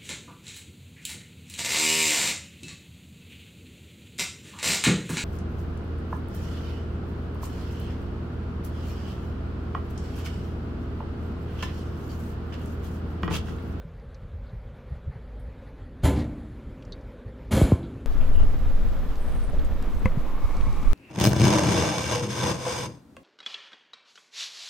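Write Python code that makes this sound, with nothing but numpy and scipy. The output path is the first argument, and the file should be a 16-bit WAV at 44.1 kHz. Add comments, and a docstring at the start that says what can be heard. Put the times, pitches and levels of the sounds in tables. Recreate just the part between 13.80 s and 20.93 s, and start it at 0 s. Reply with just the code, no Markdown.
"""Soft footsteps thump over murmuring air: a man walks on the steel cab roof of a parked steam locomotive.
Twice the sheet booms and rattles under his weight, the second time with two falling thuds. A little past half
way the scene changes: gusts buffet the microphone and a thin whine sounds. He steps down on to the boiler,
where his shoe clanks on a fitting, and far traffic swells at the end."""
import sys
import numpy as np
from scipy import signal
from scipy.fft import rfft, irfft, next_fast_len
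from scipy.io import wavfile
from scipy.ndimage import uniform_filter1d, map_coordinates

SR = 44100
rng = np.random.default_rng(int(sys.argv[2]) if len(sys.argv) > 2 else 0)


def file_out(sig):
    """Save sig as 16-bit WAV at sys.argv[1]."""
    # one column per channel
    cols = np.atleast_2d(sig).T
    # limit, then scale
    lim = np.clip(cols, -1, 1)
    pcm = np.round(lim * 32767).astype(np.int16)
    wavfile.write(sys.argv[1], SR, pcm)


N = 314542
T = np.arange(N) / SR
FFT_SIZE = next_fast_len(N, real=True)
HZ = np.maximum(np.arange(FFT_SIZE // 2 + 1) * SR / FFT_SIZE, 1)
SCENE_CHANGE_S = 4.26

# heavy steps on the roof (time [s], level [dB], rise [s], time under load [s], bass [dB], treble [dB])
FOOTFALLS = [(2.2327, -18, 0.021, 0.034, -4, 0), (2.349, -20.5, 0.041, 0.012, -26, -12.5),
             (3.7116, -20, 0.013, 0.049, -4, 1), (3.764, -24, 0.0082, 0.068, -26, 2.5),
             (3.849, -25, 0.0066, 0.071, -25, -8.5)]
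# where the roof and its loose seams ring (frequency [Hz], width [Hz], boost [dB])
ROOF_PEAKS = [(78, 44, 8), (129, 28, 4), (235, 19, -13.5), (320, 27, 3.5), (414, 16, -2), (500, 95, 3.5),
              (625, 51, 5), (740, 18, -4), (914, 4.8, 3), (980, 15, 3), (1040, 18, 0), (2200, 290, 12),
              (3180, 790, 3.5), (7040, 64, 8), (7600, 25, 0)]
SEAM_PEAKS = [(1900, 64, 16), (2130, 54, 9.5), (3620, 110, 9), (4080, 200, 8), (4500, 70, 7),
              (4720, 70, 14)]
# dips in the treble of the roof and the calm air (frequency [Hz], width [Hz], change [dB])
TREBLE_DIPS = [(8550, 650, -14), (11850, 550, -22)]
# swinging roof panels (time [s], pitch [Hz], level [dB], time to fade by 60 dB or "t60" [s])
BOOMS = [(2.2377, 72.5, -9.5, 0.43), (2.24, 101.7, -23, 0.77), (2.242, 131.4, -22.5, 0.61),
         (2.245, 883, -33.5, 0.45), (2.249, 1016, -36.5, 0.5), (2.245, 2000, -36, 0.16),
         (2.247, 2100, -43, 0.3), (2.248, 2799, -42, 0.15), (2.25, 2910, -51, 0.3),
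         (2.246, 3752, -53, 0.22), (2.25, 3960, -43, 0.19), (2.262, 161.7, -28, 0.51),
         (2.268, 506, -26.5, 0.31), (2.278, 276, -20.5, 0.18), (2.31, 384, -24, 0.15),
         (2.355, 298.7, -27, 0.83), (2.37, 240, -25.5, 0.52), (3.723, 215, -17.5, 0.26),
         (3.765, 528.6, -20.5, 0.25), (3.847, 269, -17, 0.12), (3.92, 1047, -38, 0.24),
         (3.992, 333, -37, 0.35)]
# the sheet hits its frame (time [s], level [dB])
SLAPS = [(2.2405, -32), (2.289, -38), (3.715, -29), (3.736, -26), (3.776, -19), (3.802, -32)]
# the seams buzz (peak time [s], half length [s], level [dB])
RATTLES = [(2.26, 0.024, -45.5), (2.39, 0.051, -48), (3.727, 0.0093, -39), (3.78, 0.079, -57)]
# a panel snaps through (time [s], level [dB], length [s], glide time [s], pitch it falls towards [Hz])
SNAPS = [(3.8142, -8.5, 0.037, 0.000504, 21), (3.919, -8, 0.026, 0.000448, 37.04)]
# soft steps and bumps (time [s], level [dB], pitch [Hz], t60 [s], rise [s])
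THUMPS = [(0.044, -33.5, 163, 0.25, 0.006), (0.25, -28.5, 71, 0.33, 0.01), (.528, -24, 79, 0.22, 0.012),
          (0.726, -30, 112, 0.17, 0.005), (1.104, -16, 67.6, 0.13, 0.016), (1.12, -32, 127, 0.12, 0.011),
          (1.266, -6, 80, 0.071, 0.014), (1.28, -26.5, 138.4, 0.11, 0.008), (1.354, -24, 110, 0.1, 0.0096),
          (3.727, -13, 95, 0.12, 0.006), (3.768, -8, 131, 0.071, 0.005), (3.965, -33, 135, 0.14, 0.008),
          (4.037, -19.5, 276, 0.039, 0.0014), (4.15, -19, 95, 0.077, 0.0087),
          (5.731, -22.5, 156, 0.059, 0.0054), (6.2484, 1, 79, 0.045, 0.0079),
          (6.254, -11.5, 201, 0.065, 0.002), (6.3716, -7, 137, 0.036, 0.003)]
# blows on the boiler fitting and a small steel piece (time [s], level [dB], brightness [dB per octave])
CLANK_BLOWS = [(6.2556, -24.5, -1.5), (6.2595, -46, -1), (6.276, -41, 4)]
CLINK_BLOWS = [(3.1222, -48.5, 1), (3.1295, -50, 3.5)]
# the tones each of them rings with (pitch [Hz], level [dB], t60 [s])
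CLANK_TONES = [(517, -1, 0.13), (690, -7, 0.034), (990, 2, 0.043), (1127, -6, 0.078), (1270, -10, 0.041),
               (1460, -15, 0.028), (1740, -16, 0.05), (2043, 4.5, 0.029), (2170, 4.5, 0.021),
               (2330, -10, 0.03), (2620, -9, 0.022), (3000, -24, 0.022)]
CLINK_TONES = [(3680, 0, 0.026), (3800, 1, 0.042), (4425, -7, 0.058), (4550, -9, 0.056), (5932, -18, 0.035),
               (6250, -18, 0.03)]
# small clicks (time [s], level [dB], frequency [Hz], width [Hz], t60 [s])
TICKS = [(.198, -64.5, 4500, 3500, .02), (0.345, -52, 4700, 3000, 0.035), (1.595, -70, 10000, 6000, .2),
         (3.024, -52, 2800, 5000, 0.038), (3.05, -55, 5640, 4000, 0.029),
         (3.1215, -44.5, 4970, 4000, 0.012), (3.123, -42, 4150, 1400, 0.051), (3.21, -65, 5000, 4000, .05),
         (4.03, -57.5, 3600, 2000, 0.22), (4.2612, -46.5, 2160, 14200, 0.0044),
         (4.406, -47.5, 2600, 1500, 0.21), (4.408, -57, 9000, 8000, 0.03), (4.478, -59, 11000, 5000, 0.05),
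         (4.53, -62, 11500, 5000, 0.04), (4.563, -59, 10500, 4500, 0.05), (5.06, -63, 10300, 3500, 0.05),
         (5.356, -47, 3880, 6000, 0.023), (5.731, -32.5, 534, 450, 0.079), (5.792, -47.5, 3000, 3500, .04),
         (5.848, -52, 7760, 8000, 0.037), (6.0247, -41.5, 5300, 11000, 0.015),
         (6.193, -57, 8000, 6000, .05), (6.25, -41, 2200, 3000, 0.03), (6.255, -47, 6440, 8000, 0.035),
         (6.256, -33.5, 1780, 1900, 0.054), (6.3192, -38, 1070, 1380, 0.017), (6.444, -62, 3900, 4000, .02),
         (6.767, -45, 4000, 7000, .03), (6.81, -44, 3100, 3500, .03), (6.927, -48, 5000, 9000, 0.02),
         (7.029, -48, 4500, 8000, .02)]
# thin rasps and a faint high trill (time [s], length [s], level [dB], frequency [Hz], width [Hz])
RASPS = [(1.302, 0.092, -59.5, 1150, 1280), (0.63, 0.087, -72, 4080, 900), (4.397, 0.21, -78, 10300, 1500),
         (4.528, 0.125, -56, 2900, 200), (5.35, 0.39, -65, 9200, 1500), (6.077, 0.16, -68, 7700, 3000)]
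# gusts on the microphone (peak time [s], half length [s], level [dB])
GUSTS = [(4.402, 0.054, -18), (4.566, 0.076, -14.5), (4.662, 0.064, -17.5), (4.933, 0.1, -19),
         (5.064, 0.025, -19), (5.487, 0.03, -24.5), (5.796, 0.017, -16), (5.914, 0.022, -20),
         (6.294, 0.04, -28), (6.496, 0.01, -22), (6.646, 0.019, -20.5), (6.85, 0.074, -22.5),
         (7.126, 0.054, -15)]
# the side they come from (time [s], left minus right [dB])
GUST_SIDE = [(4.3, 6), (4.7, .3), (5.75, 1), (6.25, -2.5), (6.8, -3.5)]
# how loud the air's murmur and low drone are (time [s], level [dB])
MURMUR_LEVEL = [(0, -55), (1.7, -52.5), (2.15, -57), (2.6, -58), (3.1, -51), (4.2, -51.5)]
DRONE_LEVEL = [(1.3, -64), (1.7, -55.5), (2.55, -45.5), (3.6, -51), (4.05, -41)]
# the whine dips briefly (time [s], half length [s], change [dB])
WHINE_DIPS = [(5.66, 0.082, -7), (6.86, 0.097, -9)]

# tone colours of the roof and the steps (frequency [Hz], relative level [dB])
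SHEET_COLOUR = [(55, -1.5), (70, 6), (130, -0.5), (290, -0.5), (420, -5.5), (600, -11), (1000, -16),
                (1600, -22), (2200, -29.5), (4000, -26), (5500, -33.5), (7300, -27), (10000, -25.5),
                (14000, -33)]
SLAP_COLOUR = [(180, -18), (330, 3), (650, -5), (1200, -19), (2000, -32)]
RATTLE_COLOUR = [(2000, 7.5), (3000, 4), (4800, -2.5), (6500, -6)]
KNOCK_COLOUR = [(70, 8.5), (130, 20), (200, -5.5), (300, -7)]
# tone colours of the wind and the tyres (frequency [Hz], relative level [dB])
BUFFET_COLOUR = [(12, 10.5), (25, 0.5), (42, -8), (70, -10.5), (110, -21.5), (160, -29.5), (220, -37)]
RUSH_COLOUR = [(71, -32), (120, -6), (203, -7), (248, -3.5), (352, -13), (514, -11), (881, -19.5),
               (1220, -19.5), (3000, -34), (3900, -38), (6600, -120)]
HISS_COLOUR = [(1060, -35), (1800, -11.5), (2920, -2), (4380, -2.5), (10200, -14.5), (12000, -17.5),
               (15700, -16)]
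TYRE_COLOUR = [(500, -38), (850, 9.5), (1120, -6), (1600, -22), (2250, -5), (3200, -18)]
# tone colours of the calm air (frequency [Hz], relative level [dB])
RUMBLE_COLOUR = [(22, -22), (45, 5.5), (75, -4), (120, -8), (175, -13.5)]
MURMUR_COLOUR = [(170, -16), (245, 8), (275, -39), (305, -16), (350, -4), (430, 1.5), (520, 4), (620, -3),
                 (760, -45), (1500, -26)]
DRONE_COLOUR = [(120, -3), (200, -5), (255, 4), (330, -6.5), (420, -7.5), (560, -43)]
FAR_HISS_COLOUR = [(550, -3), (800, -2.5), (1000, -5), (1350, -6), (1700, -8.5), (2300, -12), (2800, -17.5),
                   (3400, -18), (4500, -24), (5500, -31), (7600, -33), (10200, -33.5), (13500, -34.5)]


def roof(low_t60=0.79, high_t60=0.24, tail_t60=4.7):
    """Under his weight the sheet chatters on its frame, then rings on, the treble dying first."""
    peaks_db = resonances(ROOF_PEAKS) + crowded_tones(spread_db=3, spacing_hz=35.95)
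    chatter = rng.standard_normal(N) * undb(wander(500))
    sheet = unit(shape(chatter, colour(SHEET_COLOUR) * undb(peaks_db) * dipped_treble()))
    octave = np.clip(np.log2(HZ / 100), 0, 7)
    out = 0
    for k, height in enumerate(np.linspace(0, 1, 8)):  # octave bands, lowest first
        # the steady weight of the body keeps each band's power even
        band = even(shape(sheet, np.maximum(1 - abs(octave - k), 0)), size=1300)
        t60 = low_t60 * (high_t60 / low_t60) ** height
        power = np.zeros(N)
        for s, db, rise_s, load_s, bass_db, treble_db in FOOTFALLS:
            span = slice(int(s * SR) - SR // 200, int(s * SR) + 2 * SR)
            age = T[span] - T[span][0]
            released = np.maximum(age - load_s, 0)
            # the hollow cab adds a longer, duller tail
            decay = fade(released, t60) + undb(-23 - 13 * height) * fade(released, tail_t60)
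            # the boom comes first, the sizzle builds a little later
            swell = np.minimum(age / rise_s, 1) ** (1 + height / 2)
            gain = undb(db + bass_db * (k == 0) + treble_db * height)
            power[span] += (gain * swell * decay) ** 2
        out += band * np.sqrt(power)
    return out


def booms():
    """Heavy steps and their rebounds set the roof panels swinging, each with its own tone."""
    return sum(undb(db) * press(s, rise_s=0.0049) * ring(s, hz, t60) for s, hz, db, t60 in BOOMS)


def slaps(clap_t60=0.031, crack_t60=0.017):
    """The loose sheet slaps its frame: a hollow clap with a dry crack on top."""
    clap = noise(colour(SLAP_COLOUR))
    crack = undb(-9) * noise(bell(hz=3400, width=3200) ** 2)
    out = 0
    for s, db in SLAPS:
        slap = clap * fade(T - s, clap_t60) + crack * fade(T - s, crack_t60)
        out += undb(db) * press(s, rise_s=0.0015) * slap
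    return out


def rattle(flicker_db=6):
    """Grit and loose seams buzz in uneven spurts while the sheet is bent, and the seams ring."""
    load = sum(undb(db) * hump(s, half_s) for s, half_s, db in RATTLES)
    spurts = unit(undb(flicker_db * np.tanh(wander(260))))
    return load * spurts * noise(colour(RATTLE_COLOUR) * undb(resonances(SEAM_PEAKS)))


def snaps(sweep_hz=2000):
    """A panel snaps through. High tones run faster in the sheet, so the thud falls in pitch."""
    out = 0
    for s, db, length, glide, end_hz in SNAPS:
        age = np.clip(T - s, 0, 1)
        cycles = end_hz * age + sweep_hz * glide * np.log1p(age / glide)
        envelope = press(s, rise_s=0.0013) * np.exp(-(age / length) ** 4)
        out += undb(db) * envelope * np.sin(2 * np.pi * cycles)
    return out


def steps():
    """Light steps: a soft sole gives a short thump with a dull knock."""
    knock = undb(-13) * noise(colour(KNOCK_COLOUR))
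    return sum(undb(db) * press(s, rise_s) * (ring(s, hz, t60) + knock * fade(T - s, t60))
               for s, db, hz, t60, rise_s in THUMPS)


def clank():
    """A shoe strikes a steel fitting on the boiler, chatters and bounces once; light blows are brighter."""
    return pan(side_db=6) * strike(CLANK_BLOWS, CLANK_TONES, rough_s=0.0012)


def clink():
    """A small loose piece of steel gives a crisp, high clink."""
    return strike(CLINK_BLOWS, CLINK_TONES, rough_s=0.00058)


def strike(blows, tones, rough_s):
    """Struck steel rings; its surface is rough, so the tones start slightly out of step."""
    out = 0
    for s, blow_db, bright_db in blows:
        contact = press(s, rise_s=rough_s)
        for hz, db, t60 in tones:
            lag = rng.uniform(0, rough_s)
            gain = undb(blow_db + db + bright_db * np.log2(hz / 1000))
            out += gain * contact * ring(s + lag, hz, t60)
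    return out


def ticks(rise_s=0.00044):
    """Small clicks: bursts of noise that start sharply and die away."""
    return sum(undb(db) * noise(bell(hz, width) ** 2) * fade(T - s, t60) * np.clip((T - s) / rise_s, 0, 1)
               for s, db, hz, width, t60 in TICKS)


def rasps(grain_db=3):
    """Thin, grainy rasps and a faint high trill, perhaps an insect."""
    out = 0
    for s, length, db, hz, width in RASPS:
        swell = np.clip(np.minimum(T - s, s + length - T) / (0.19 * length), 0, 1)
        band = np.exp(-abs((HZ - hz) / width) ** 3)
        out += undb(db + grain_db * wander(120)) * swell * noise(band)
    return out


def wind(breeze_db=-24.5):
    """Gusts rise above the breeze, buffet the microphone and lift the rush and hiss of the air."""
    gust_power = sum(undb(db - breeze_db) ** 2 * hump(s, half_s) for s, half_s, db in GUSTS)
    gust_db = 10 * np.log10(1 + gust_power)
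    eddies = even(wide_noise(colour(BUFFET_COLOUR), width_db=-3.5, flutter_db=0), size=5000)
    buffet = undb(breeze_db + gust_db) * pan(curve(GUST_SIDE)) * eddies
    rush = undb(-40 + 0.094 * gust_db) * wide_noise(colour(RUSH_COLOUR), width_db=-10, flutter_db=1.2)
    hiss = undb(-61 + 0.1 * gust_db) * wide_noise(colour(HISS_COLOUR), width_db=-3, flutter_db=0.86)
    return (buffet + rush + hiss) * (T >= SCENE_CHANGE_S)


def traffic(start_s=5.375, swell_s=1.33, rise_per_s=0.1):
    """Far traffic draws nearer: the tyres sing in two rising bands, and the treble arrives last."""
    near = np.clip((T - start_s) / swell_s, 0, 1) ** 2
    tyres = undb(-51.5) * wide_noise(colour(TYRE_COLOUR), width_db=-12, flutter_db=1)
    hiss = undb(-61) * wide_noise(bell(hz=4800, width=7500), width_db=-1.5, flutter_db=1)
    # the tread's song rises with speed, so its noise is read faster and faster
    position = np.cumsum(np.exp(rise_per_s * (T - T[-1])))
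    low_song = undb(-46.5) * map_coordinates(noise(bell(hz=1140, width=260)), [position])
    high_song = undb(-57) * map_coordinates(noise(bell(hz=2300, width=300)), [position])
    return near * (tyres + low_song) + near ** 5 * (hiss + high_song)


def calm_air():
    """Until the scene changes, the air holds a low rumble, a murmur, a drone and a slowly growing far hiss."""
    rumble = undb(-41 + 2.6 * wander(21)) * noise(colour(RUMBLE_COLOUR))
    murmur = undb(curve(MURMUR_LEVEL) + 0.7 * wander(8)) * noise(colour(MURMUR_COLOUR))
    drone = undb(curve(DRONE_LEVEL)) * noise(colour(DRONE_COLOUR))
    far_hiss = undb(-59 + 0.4 * T) * restless_noise(colour(FAR_HISS_COLOUR) * dipped_treble())
    return (rumble + murmur + drone + far_hiss) * (T < SCENE_CHANGE_S)


def whine(high_hz=14100, low_hz=10201):
    """A thin whine with a faint lower tone sounds after the scene changes."""
    dips_db = sum(db * hump(s, half_s) for s, half_s, db in WHINE_DIPS)
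    high = undb(-63 + dips_db) * np.sin(2 * np.pi * high_hz * T)
    low = undb(-80) * np.sin(2 * np.pi * low_hz * T)
    return (high + low) * (T >= SCENE_CHANGE_S)


def ring(s, hz, t60):
    """One struck tone that starts at time s and dies away."""
    out = np.zeros(N)
    span = slice(int(s * SR), int((s + 2 * t60) * SR))
    age = T[span] - s
    out[span] = np.sin(2 * np.pi * hz * age) * fade(age, t60)
    return out


def press(s, rise_s):
    """A contact builds up its force smoothly from time s."""
    return 1 - np.exp(-(np.maximum(T - s, 0) / rise_s) ** 2)


def fade(age, t60):
    """Silent before age 0, then falling by 60 dB every t60 seconds."""
    return (age >= 0) * np.exp(-np.log(1000) * np.clip(age / t60, 0, 10))


def hump(s, half_s):
    """A smooth rise and fall that peaks at time s."""
    return np.exp(-((T - s) / half_s) ** 2)


def curve(points):
    """Join (time, value) points with straight lines."""
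    return np.interp(T, *np.transpose(points))


def colour(points):
    """Gain per frequency from (Hz, dB) points, falling steeply outside them."""
    hz, db = np.transpose(points)
    skirt = np.minimum(HZ / hz[0], 1) * np.minimum(hz[-1] / HZ, 1)
    return undb(np.interp(np.log(HZ), np.log(hz), db)) * skirt ** 4


def bell(hz, width):
    """Shape of one resonance, 1 at its centre."""
    return 1 / (1 + ((HZ / hz - hz / HZ) * hz / width) ** 2)


def resonances(table):
    """A table's peaks and dips added up, in dB at each frequency."""
    return sum(db * bell(hz, width) for hz, width, db in table)


def crowded_tones(spread_db, spacing_hz):
    """A large sheet has countless close tones: a fine random ripple in dB over frequency."""
    knots = np.arange(0, SR, spacing_hz)
    return spread_db * np.interp(HZ, knots, rng.standard_normal(N)[:len(knots)])


def dipped_treble(top_hz=14200):
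    """Gain per frequency for an uneven treble: two dips and a steep top."""
    return undb(resonances(TREBLE_DIPS)) * (HZ < top_hz)


def noise(gain):
    """Noise of average level 1 with the given gain per frequency."""
    return unit(shape(rng.standard_normal(N), gain))


def wander(rate):
    """A smooth random curve of spread 1 that changes about rate times a second."""
    return noise(np.exp(-(HZ / rate) ** 2))


def wide_noise(gain, width_db, flutter_db):
    """Fluttering noise that is partly unlike at the left and right microphone openings."""
    sound = noise(gain) + undb(width_db) * noise(gain) * np.array([[1], [-1]])
    return sound * undb(flutter_db * wander(28))


def restless_noise(gain, flicker_db=2.2, rate=14, groups=5):
    """Noise whose quarter-octave bands waver in a few interleaved groups."""
    sound = noise(gain)
    quarter = 4 * np.log2(HZ)
    out = 0
    for k in range(groups):
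        share = np.maximum(1 - abs((quarter - k) % groups - groups / 2), 0)
        out += shape(sound, share) * undb(flicker_db * wander(rate))
    return unit(out)


def shape(x, gain):
    """Filter with the given gain per frequency."""
    return irfft(rfft(x, FFT_SIZE) * gain, FFT_SIZE)[:N]


def even(x, size):
    """Hold the power of a noise steady over about size samples."""
    return x * np.std(x) / np.sqrt(uniform_filter1d(x ** 2, size=size) + 1e-12)


def pan(side_db):
    """Left and right gains, the left louder by side_db."""
    return undb(np.vstack([side_db, -side_db]) / 2)


def unit(x):
    """Scale to an average (rms) level of 1."""
    return x / np.sqrt(np.mean(x ** 2))


def undb(db):
    """Turn decibels into a gain."""
    return 10 ** (np.asarray(db) / 20)


def scene():
    """The locomotive stands straight ahead, the clank a little left; wind and traffic are wide."""
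    heavy_steps = roof() + booms() + slaps() + rattle() + snaps()
    lighter_sounds = steps() + clank() + clink() + ticks() + rasps()
    background = calm_air() + wind() + whine() + traffic()
    return heavy_steps + lighter_sounds + background


def record(dry, top_hz=15700):
    """The phone cuts off the highest treble."""
    return signal.sosfilt(signal.ellip(12, .2, 70, top_hz, fs=SR, output="sos"), dry)


dry = scene()
out = record(dry)
file_out(out)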